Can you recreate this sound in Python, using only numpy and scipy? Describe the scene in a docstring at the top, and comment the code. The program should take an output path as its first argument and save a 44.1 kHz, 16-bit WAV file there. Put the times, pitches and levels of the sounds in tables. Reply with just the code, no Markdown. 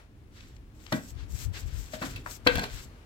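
"""A worker brushes a freshly plastered outdoor wall in short strokes: shaped noise makes bristles hiss
and sand grate, and tiny noise bursts are single grains snapping. The tool's stock knocks on the wall,
twice hard: noise bursts with decaying tones, and a late boom of the wall after the firmer blows. It also
judders along the wall in random slips that ring the tool. Nearby walls answer knocks, clicks and drags
with fading noise; swelling low noise puffs as wind on the microphone, over a low rumble and faint air."""
import sys
import numpy as np
from scipy import signal
from scipy.fft import rfft, irfft
from scipy.io import wavfile
from scipy.ndimage import uniform_filter1d

SR = 44100
rng = np.random.default_rng(int(sys.argv[2]) if len(sys.argv) > 2 else 0)


def generate_wav(sig):
    """Save sig (samples, or channels by samples) to the path in sys.argv[1] as 16-bit PCM at SR."""
    pcm = np.round(np.clip(np.atleast_2d(sig).T, -1, 1) * 32767).astype(np.int16)
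    wavfile.write(sys.argv[1], SR, pcm)


N = 134505

# Colour of the background rumble. Each row: frequency in Hz, relative level in dB per Hz.
RUMBLE_COLOUR = [(25, -4), (48, 5.5), (110, 1), (180, -10.5), (280, -7.5), (450, -18.5), (800, -46.5)]
# Loudness of the rumble over time. Each row: time in seconds, level in dB.
RUMBLE_LEVEL = [(0, -56), (.2, -50), (1.9, -49), (2.15, -40.5), (2.35, -49), (2.85, -45), (3.05, -54)]
# Colour of the faint outdoor air. Each row: frequency in Hz, relative level in dB per Hz.
AIR_COLOUR = [(400, -4.5), (2400, -13.5), (16000, -35.5)]
# Loudness of the air over time. Each row: time in seconds, level in dB before panning.
AIR_LEVEL = [(0, -56), (.08, -67), (.7, -65.5), (1.3, -59.5), (3.05, -59)]

# Brush strokes. Each row: start in seconds, length in seconds, rise in seconds, bristle hiss in dB,
# sand scrape in dB (both before the arch and pressure changes), left over right in dB.
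STROKES = [(0.302, 0.16, 0.1, -60.5, -56, 1.5), (0.466, 0.1, 0.0058, -69, -63.5, 0),
           (0.728, 0.2, 0.17, -56.5, -55, 7), (0.906, 0.2, 0.016, -49.5, -72, 1),
           (1.12, 0.12, 0.092, -73, -55.5, 6), (1.274, 0.18, 0.14, -44.5, -54, 7.5),
           (1.524, 0.11, 0.015, -49.5, -47.5, 2.5), (1.65, 0.32, 0.043, -54.5, -55.5, 6),
           (1.905, 0.082, 0.038, -51.5, -49.5, 3), (1.978, 0.13, 0.071, -44.5, -45.5, 5),
           (2.107, 0.11, 0.036, -59.5, -52, 0), (2.236, 0.13, 0.065, -46, -56.5, 9),
           (2.444, 0.22, 0.022, -47, -43.5, 2), (2.661, 0.15, 0.11, -49, -44, 5.5),
           (2.809, 0.051, 0.015, -52, -56, 2)]
# Colour of the bristle hiss. Each row: frequency in Hz, relative level in dB per Hz.
HISS_COLOUR = [(700, -34), (1800, -2.5), (4400, 1), (5200, 4.5), (7900, 8), (9100, -4), (11000, -3),
               (13900, 2.5), (16000, -7.5)]
# Colour of the sand scrape. 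Each row: frequency in Hz, relative level in dB per Hz.
SAND_COLOUR = [(240, -27), (400, -1.5), (719, -6.5), (1170, -0.5), (1530, 3.5), (4440, 0), (7750, -10),
               (8900, -22), (16000, -29)]
# Sand grains snapping under the tool. Each row: time in seconds, level in dB before panning.
CLICKS = [(0.4047, -47), (0.563, -52), (0.8628, -41), (2.57, -34), (2.629, -44)]
# Echo of nearby walls, by band. Each row: low edge in Hz, high edge in Hz,
# time to fall 60 dB in seconds, level in dB.
ECHO_BANDS = [(100, 496, 0.28, -6), (456, 1710, 0.25, -7.5), (1950, 3900, 0.24, -8.5),
              (4880, 16000, 1, -13.5)]

# Contacts that make up the knocks, each with one added note; the first three rows form one hard knock.
# Each row: start in seconds, contact decay in seconds, thud, body, crack, grit and ring levels in dB,
# note in Hz, note level in dB (all levels before panning).
CONTACTS = [(0.9211, 0.0039, -32.5, -27, -43, -44, -48, 610, -29.5),
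            (0.9238, 0.0019, -55, -57, -30.5, -37.5, -48, 3760, -37.5),
            (.926, 0.013, -25.5, -35.5, -44, -52, -54, 1950, -29),
            (1.933, 0.0089, -39.5, -41, -44.5, -56, -47, 630, -30.5),
            (2.0133, 0.019, -35.5, -32.5, -42.5, -51, -38.5, 538, -33.5),
            (2.158, 0.0063, -62, -66, -41.5, -48, -46, 2620, -38),
            (2.2604, 0.0023, -65, -31.5, -51, -50, -50, 1340, -41.5),
            (2.2674, 0.0063, -67, -40, -58, -64, -63, 930, -41),
            (2.4634, 0.0054, -22.5, -21, -36, -61, -40, 500.6, -18),
            (2.4692, 0.0045, -32.5, -26, -16.5, -31.5, -15.5, 4060, -25),
            (2.5535, 0.0033, -38, -35, -31.5, -34.5, -35.5, 1610, -31),
            (2.592, 0.0031, -32.5, -31.5, -33.5, -38, -44, 4200, -35),
            (2.636, 0.0056, -46, -37, -33.5, -41.5, -51, 4150, -36.5)]
# Thud, body, crack and grit bands of a contact. Each row: low edge in Hz, high edge in Hz.
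KNOCK_BANDS = [(100, 283), (540, 1820), (1900, 4630), (4700, 18200)]
# Left over right for thud, body, crack and grit. One column: level difference in dB.
KNOCK_PAN_DB = [4.5, 3.5, -1, -6]
# Ringing tones (modes) of the tool against the wall. Each row: frequency in Hz, relative level in dB,
# time to fall 60 dB in seconds.
TOOL_MODES = [(260.4, -4, 0.14), (495, 1, .09), (765, -4.5, 0.12), (920, -0.5, 0.089), (1044, -8.5, 0.15),
              (1528, 7, 0.12), (1620, -0.5, 0.19), (1917, -8, 0.2), (2337, -7.5, 0.2), (2627, 8, 0.06),
              (3340, -3, 0.084), (4460, -11, 0.19)]
# Skids of the stock after a blow. Each row: start in seconds, length in seconds, release in seconds,
# level in dB before panning.
DRAGS = [(0.929, 0.026, 0.035, -37.5), (2.549, 0.085, 0.014, -33)]
# Colour of the noise in a skid. Each row: frequency in Hz, relative level in dB per Hz.
SLIP_COLOUR = [(150, 11), (380, -2.5), (650, 2.5), (1200, -11.5), (2200, -21), (4200, -11), (9000, -27.5)]
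# Hollow booms of the wall after firm blows. Each row: start in seconds, level in dB before panning.
BOOMS = [(.93, -26.5), (2.025, -33.5), (2.468, -33)]
# Ringing tones (modes) of the wall. Each row: frequency in Hz, relative level in dB,
# time to fall 60 dB in seconds.
WALL_MODES = [(146.3, 1, 0.11), (171.2, -4, 0.38), (237, 2, 0.23), (271, 1, 0.36), (322, 3, 0.16)]
# Puffs of wind on the microphone. Each row: middle in seconds, level in dB on the left port.
PUFFS = [(1.162, -36), (1.236, -34.5), (1.34, -28), (1.479, -24), (1.653, -29), (1.745, -30.5),
         (1.793, -32), (2.478, -34.5), (2.557, -27), (2.745, -34)]
# Colour of the wind. Each row: frequency in Hz, relative level in dB per Hz.
WIND_COLOUR = [(20, -17), (45, 10), (80, 5), (130, -3.5), (220, -22.5), (1200, -61)]

# The two microphone ports; a pan says how many dB the left is louder than the right
PORT_LAG_S, DIFFUSE_HZ, TOP_HZ = 0.00024, 900, 16100
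AIR_PAN_DB, RING_PAN_DB, DRAG_PAN_DB, BOOM_PAN_DB = 4.5, 9.5, 1, 1.5
# Friction: shares are of the power; the pressure setting is the typical size of its slow changes
GRAINS_PER_S, GRAIN_SPREAD_DB, GRAIN_SHARE = 2200, 5, 0.69
HISS_DIFFUSE, PRESSURE_DB, PRESSURE_STEPS_PER_S = 0.76, 2.63, 43.83
RELEASE_S, ARCH_DB = 0.015, 3  # fade after a stroke; its middle over its ends
CLICK_LOW_HZ, CLICK_HIGH_HZ, CLICK_DECAY_S = 900, 5660, 0.0018
YARD_DELAY_S = 0.0083
CONTACT_RISE_S, CONTACT_HOLD_S = 0.004, 0.0015
CONTACT_RISE_SHARE = 0.61  # softer contacts build up more slowly: rise time over decay time
KNOCK_DIFFUSE = 0.63  # share of the contact noise scattered by the wall
NOTE_T60_S, NOTE_RISE_S = 0.044, 0.0048
RING_WOBBLE, WOBBLE_S = 0.0077, 0.0017  # the grip on the wall unsettles the modes: share of pitch, time
PORT_SCATTER_TURNS = 0.085  # spread of each mode's phase between the ports
SKID_RISE_S, PRESSED_T60_SHARE = 0.0093, 0.6
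JUDDER_HZ, JUDDER_SCATTER, JUDDER_DB = 58.28, 0.25, 12  # catches a second, unevenness, fall after each
SLIPS_PER_S, SLIP_NOISE_DB = 1100, 0.5  # the noise level is relative to the ringing
BOOM_PUSH_S = 0.0071
PUFF_WIDTH_S, WIND_RIGHT_DB = 0.024, -20  # middle to half height; right port against left


def undb(db):
    """Turn decibels into gain."""
    return 10 ** (np.asarray(db) / 20)


def unit(x):
    """Scale to an average strength (rms) of 1."""
    return x / np.sqrt(np.mean(x ** 2))


def clock():
    """Time of every sample in seconds."""
    return np.arange(N) / SR


def curve(rows):
    """Gain that moves along points of time in seconds and level in dB."""
    return undb(np.interp(clock(), *np.array(rows).T))


def colour(x, points):
    """Shape noise by points of Hz and dB, falling away below the first point; rms 1."""
    hz, db = np.array(points).T
    f = np.maximum(np.arange(N // 2 + 1) * SR / N, 1)
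    gain = undb(np.interp(np.log(f), np.log(hz), db))
    bass_cut = np.minimum(f / hz[0], 1) ** 2
    return unit(irfft(rfft(x) * gain * bass_cut, N))


def band(x, lo_hz, hi_hz):
    """Keep only the sound between two frequencies."""
    edges = [lo_hz, min(hi_hz, SR / 2 - 100)]
    return signal.sosfilt(signal.butter(4, edges, "band", fs=SR, output="sos"), x)


def walk(rate):
    """Smooth random drift around zero, with a spread near 1."""
    k = int(SR / rate)
    steps = np.repeat(rng.standard_normal(N // k + 1), k)
    smooth = uniform_filter1d(uniform_filter1d(steps, k), k)
    return unit(smooth[:N])


def gesture(start, length, rise, release):
    """Rise, hold, then fade exponentially."""
    t = clock() - start
    return np.clip(t / rise, 0, 1) * np.exp(-np.maximum(t - length, 0) / release)


def place(x, pan_db):
    """The sound reaches the left port first; the pan makes one port louder."""
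    left, right = np.broadcast_to(x, (2, N))
    late_right = np.interp(clock() - PORT_LAG_S, clock(), right)
    return np.array([left * undb(pan_db / 2), late_right * undb(-pan_db / 2)])


def diffuse():
    """Two noises, much alike in the bass and nearly unrelated in the treble."""
    mid, side = rfft(rng.standard_normal((2, N)))
    alike = 0.9 / (1 + (np.arange(N // 2 + 1) * SR / N / DIFFUSE_HZ) ** 2)
    mid, side = mid * np.sqrt(1 + alike), side * np.sqrt(1 - alike)
    return unit(irfft(np.array([mid + side, mid - side]), N))


def grains(rate):
    """Random tiny impacts of uneven size."""
    size = undb(GRAIN_SPREAD_DB * np.minimum(rng.exponential(size=N), 4))
    hits = rng.random(N) < rate / SR
    return unit(hits * size * rng.standard_normal(N))


def ring(modes, start):
    """Modes struck together fade away; their pitch wobbles and their phase differs between ports."""
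    t = clock()[:SR // 2, None]
    hz, db, t60 = np.array(modes).T
    drift = rng.standard_normal((len(t), len(hz)))
    wobble = unit(uniform_filter1d(drift, int(WOBBLE_S * SR), axis=0))
    turns = np.cumsum(hz * (1 + RING_WOBBLE * wobble), axis=0) / SR + rng.random(len(hz))
    ports = PORT_SCATTER_TURNS * rng.standard_normal((2, 1, len(hz)))
    fade = np.exp(-np.log(1000) * t / t60)
    waves = undb(db) * fade * np.sin(2 * np.pi * (turns + ports))
    onset = np.minimum(t[:, 0] / CONTACT_RISE_S, 1)
    y = waves.sum(2) * onset / np.sqrt(np.sum(undb(db) ** 2) / 2)
    return np.pad(y, ((0, 0), (int(start * SR), N)))[:, :N]


def background():
    """A low rumble and faint outdoor air: two shaped noises with slowly moving levels."""
    rumble = colour(diffuse(), RUMBLE_COLOUR) * curve(RUMBLE_LEVEL)
    air = colour(diffuse(), AIR_COLOUR) * curve(AIR_LEVEL)
    return rumble + place(air, AIR_PAN_DB)


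def friction(spectrum):
    """Countless bristle contacts and coarser grains, partly scattered by the wall."""
    bristles = rng.standard_normal(N)
    x = np.sqrt(GRAIN_SHARE) * grains(GRAINS_PER_S) + np.sqrt(1 - GRAIN_SHARE) * bristles
    mixed = np.sqrt(1 - HISS_DIFFUSE) * x + np.sqrt(HISS_DIFFUSE) * diffuse()
    pressure = undb(PRESSURE_DB * walk(PRESSURE_STEPS_PER_S))
    return colour(mixed, spectrum) * pressure


def strokes():
    """Each brush stroke swells, is lifted midway by an arch and fades as the tool lifts."""
    hiss, sand, out = friction(HISS_COLOUR), friction(SAND_COLOUR), 0
    for start, length, rise, hiss_db, sand_db, pan_db in STROKES:
        progress = np.clip((clock() - start) / length, 0, 1)
        arch = undb(ARCH_DB * (np.sin(np.pi * progress) - 1.5))
        swell = arch * gesture(start, length, rise, RELEASE_S)
        rub = undb(hiss_db) * hiss + undb(sand_db) * sand
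        out = out + place(swell * rub, pan_db)
    return out


def clicks():
    """Single grains break away with a tiny snap: a very short burst of noise."""
    snap = unit(band(rng.standard_normal(N), CLICK_LOW_HZ, CLICK_HIGH_HZ))
    force = 0
    for start, db in CLICKS:
        force = force + undb(db) * gesture(start, CONTACT_RISE_S, CONTACT_RISE_S, CLICK_DECAY_S)
    return place(snap * force, RING_PAN_DB)


def yard(x):
    """A noise echo from the walls around, strongest in the lows; its weaker treble fades more slowly."""
    t, noise = clock()[:SR // 2], diffuse()[:, :SR // 2]
    tail = 0
    for lo, hi, t60, db in ECHO_BANDS:
        fade = np.exp(-np.log(1000) * t / t60) * (t > YARD_DELAY_S)
        tail = tail + undb(db) * band(noise * fade, lo, hi) / np.sqrt(np.sum(fade ** 2))
    return signal.fftconvolve(x, tail, axes=1)[:, :N]


def knocks():
    """Brief crunching contacts set the tool ringing, each with one added note."""
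    dry_noise = rng.standard_normal(N)
    noise = np.sqrt(1 - KNOCK_DIFFUSE) * dry_noise + np.sqrt(KNOCK_DIFFUSE) * diffuse()
    crunch = [band(noise, lo, hi) for lo, hi in KNOCK_BANDS]
    power = np.mean(np.square(crunch), axis=1)
    force, tones = 0, 0
    for start, decay, thud_db, body_db, crack_db, grit_db, ring_db, note_hz, note_db in CONTACTS:
        rise = CONTACT_RISE_SHARE * decay
        contact = gesture(start, rise + CONTACT_HOLD_S, rise, decay)
        # even out the luck of the noise during this contact
        even = np.sqrt(np.sum(contact ** 2) / (power @ contact ** 2))
        gains = undb([thud_db, body_db, crack_db, grit_db]) * even
        force = force + np.outer(gains, contact)
        wave = np.sin(2 * np.pi * (note_hz * clock() + rng.random()))
        note = wave * gesture(start, NOTE_RISE_S, NOTE_RISE_S, NOTE_T60_S / np.log(1000))
        tones = tones + undb(ring_db) * ring(TOOL_MODES, start) + undb(note_db) * note
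    out = place(tones, RING_PAN_DB)
    for x, push, pan_db in zip(crunch, force, KNOCK_PAN_DB):
        out = out + place(x * push, pan_db)
    return out


def drags():
    """The stock skids over the plaster in a judder of sharp slips; pressed down, its modes die sooner."""
    cycle = np.cumsum(JUDDER_HZ * (1 + JUDDER_SCATTER * walk(JUDDER_HZ))) / SR % 1
    slips = grains(SLIPS_PER_S) * undb(-JUDDER_DB * cycle)
    pressed = ring([(hz, db, t60 * PRESSED_T60_SHARE) for hz, db, t60 in TOOL_MODES], 0)
    ringing = unit(signal.fftconvolve(slips[None], pressed, axes=1)[:, :N])
    sound = ringing + undb(SLIP_NOISE_DB) * colour(slips, SLIP_COLOUR)
    force = 0
    for start, length, release, db in DRAGS:
        force = force + undb(db) * gesture(start, length, SKID_RISE_S, release)
    return place(unit(sound) * force, DRAG_PAN_DB)


def booms():
    """The wall answers firm blows with a hollow boom of its modes that swells a little late."""
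    out = 0
    for start, db in BOOMS:
        push = np.clip((clock() - start) / BOOM_PUSH_S, 0, 1)
        out = out + undb(db) * ring(WALL_MODES, start) * push
    return place(out, BOOM_PAN_DB)


def wind():
    """Short eddies buffet the ports, mostly the left one: low noise that swells and sinks."""
    eddies, out = colour(rng.standard_normal((2, N)), WIND_COLOUR), 0
    for middle, db in PUFFS:
        swell = 1 / (1 + ((clock() - middle) / PUFF_WIDTH_S) ** 2)
        puff = eddies * swell
        # even out the luck of the noise during this puff
        even = np.sqrt(np.sum(swell ** 2) / np.sum(puff ** 2, axis=1, keepdims=True))
        out = out + undb(db) * puff * even
    return out * undb([[0], [WIND_RIGHT_DB]])


def scene():
    """Tool, wall and surroundings; only knocks, clicks and drags are echoed."""
    blows = knocks() + clicks() + drags()
    return blows + yard(blows) + booms() + strokes() + wind() + background()


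def record(dry):
    """The recorder cuts the top of the treble."""
    return signal.sosfilt(signal.ellip(8, 0.2, 70, TOP_HZ, fs=SR, output="sos"), dry)


dry = scene()
out = record(dry)
generate_wav(out)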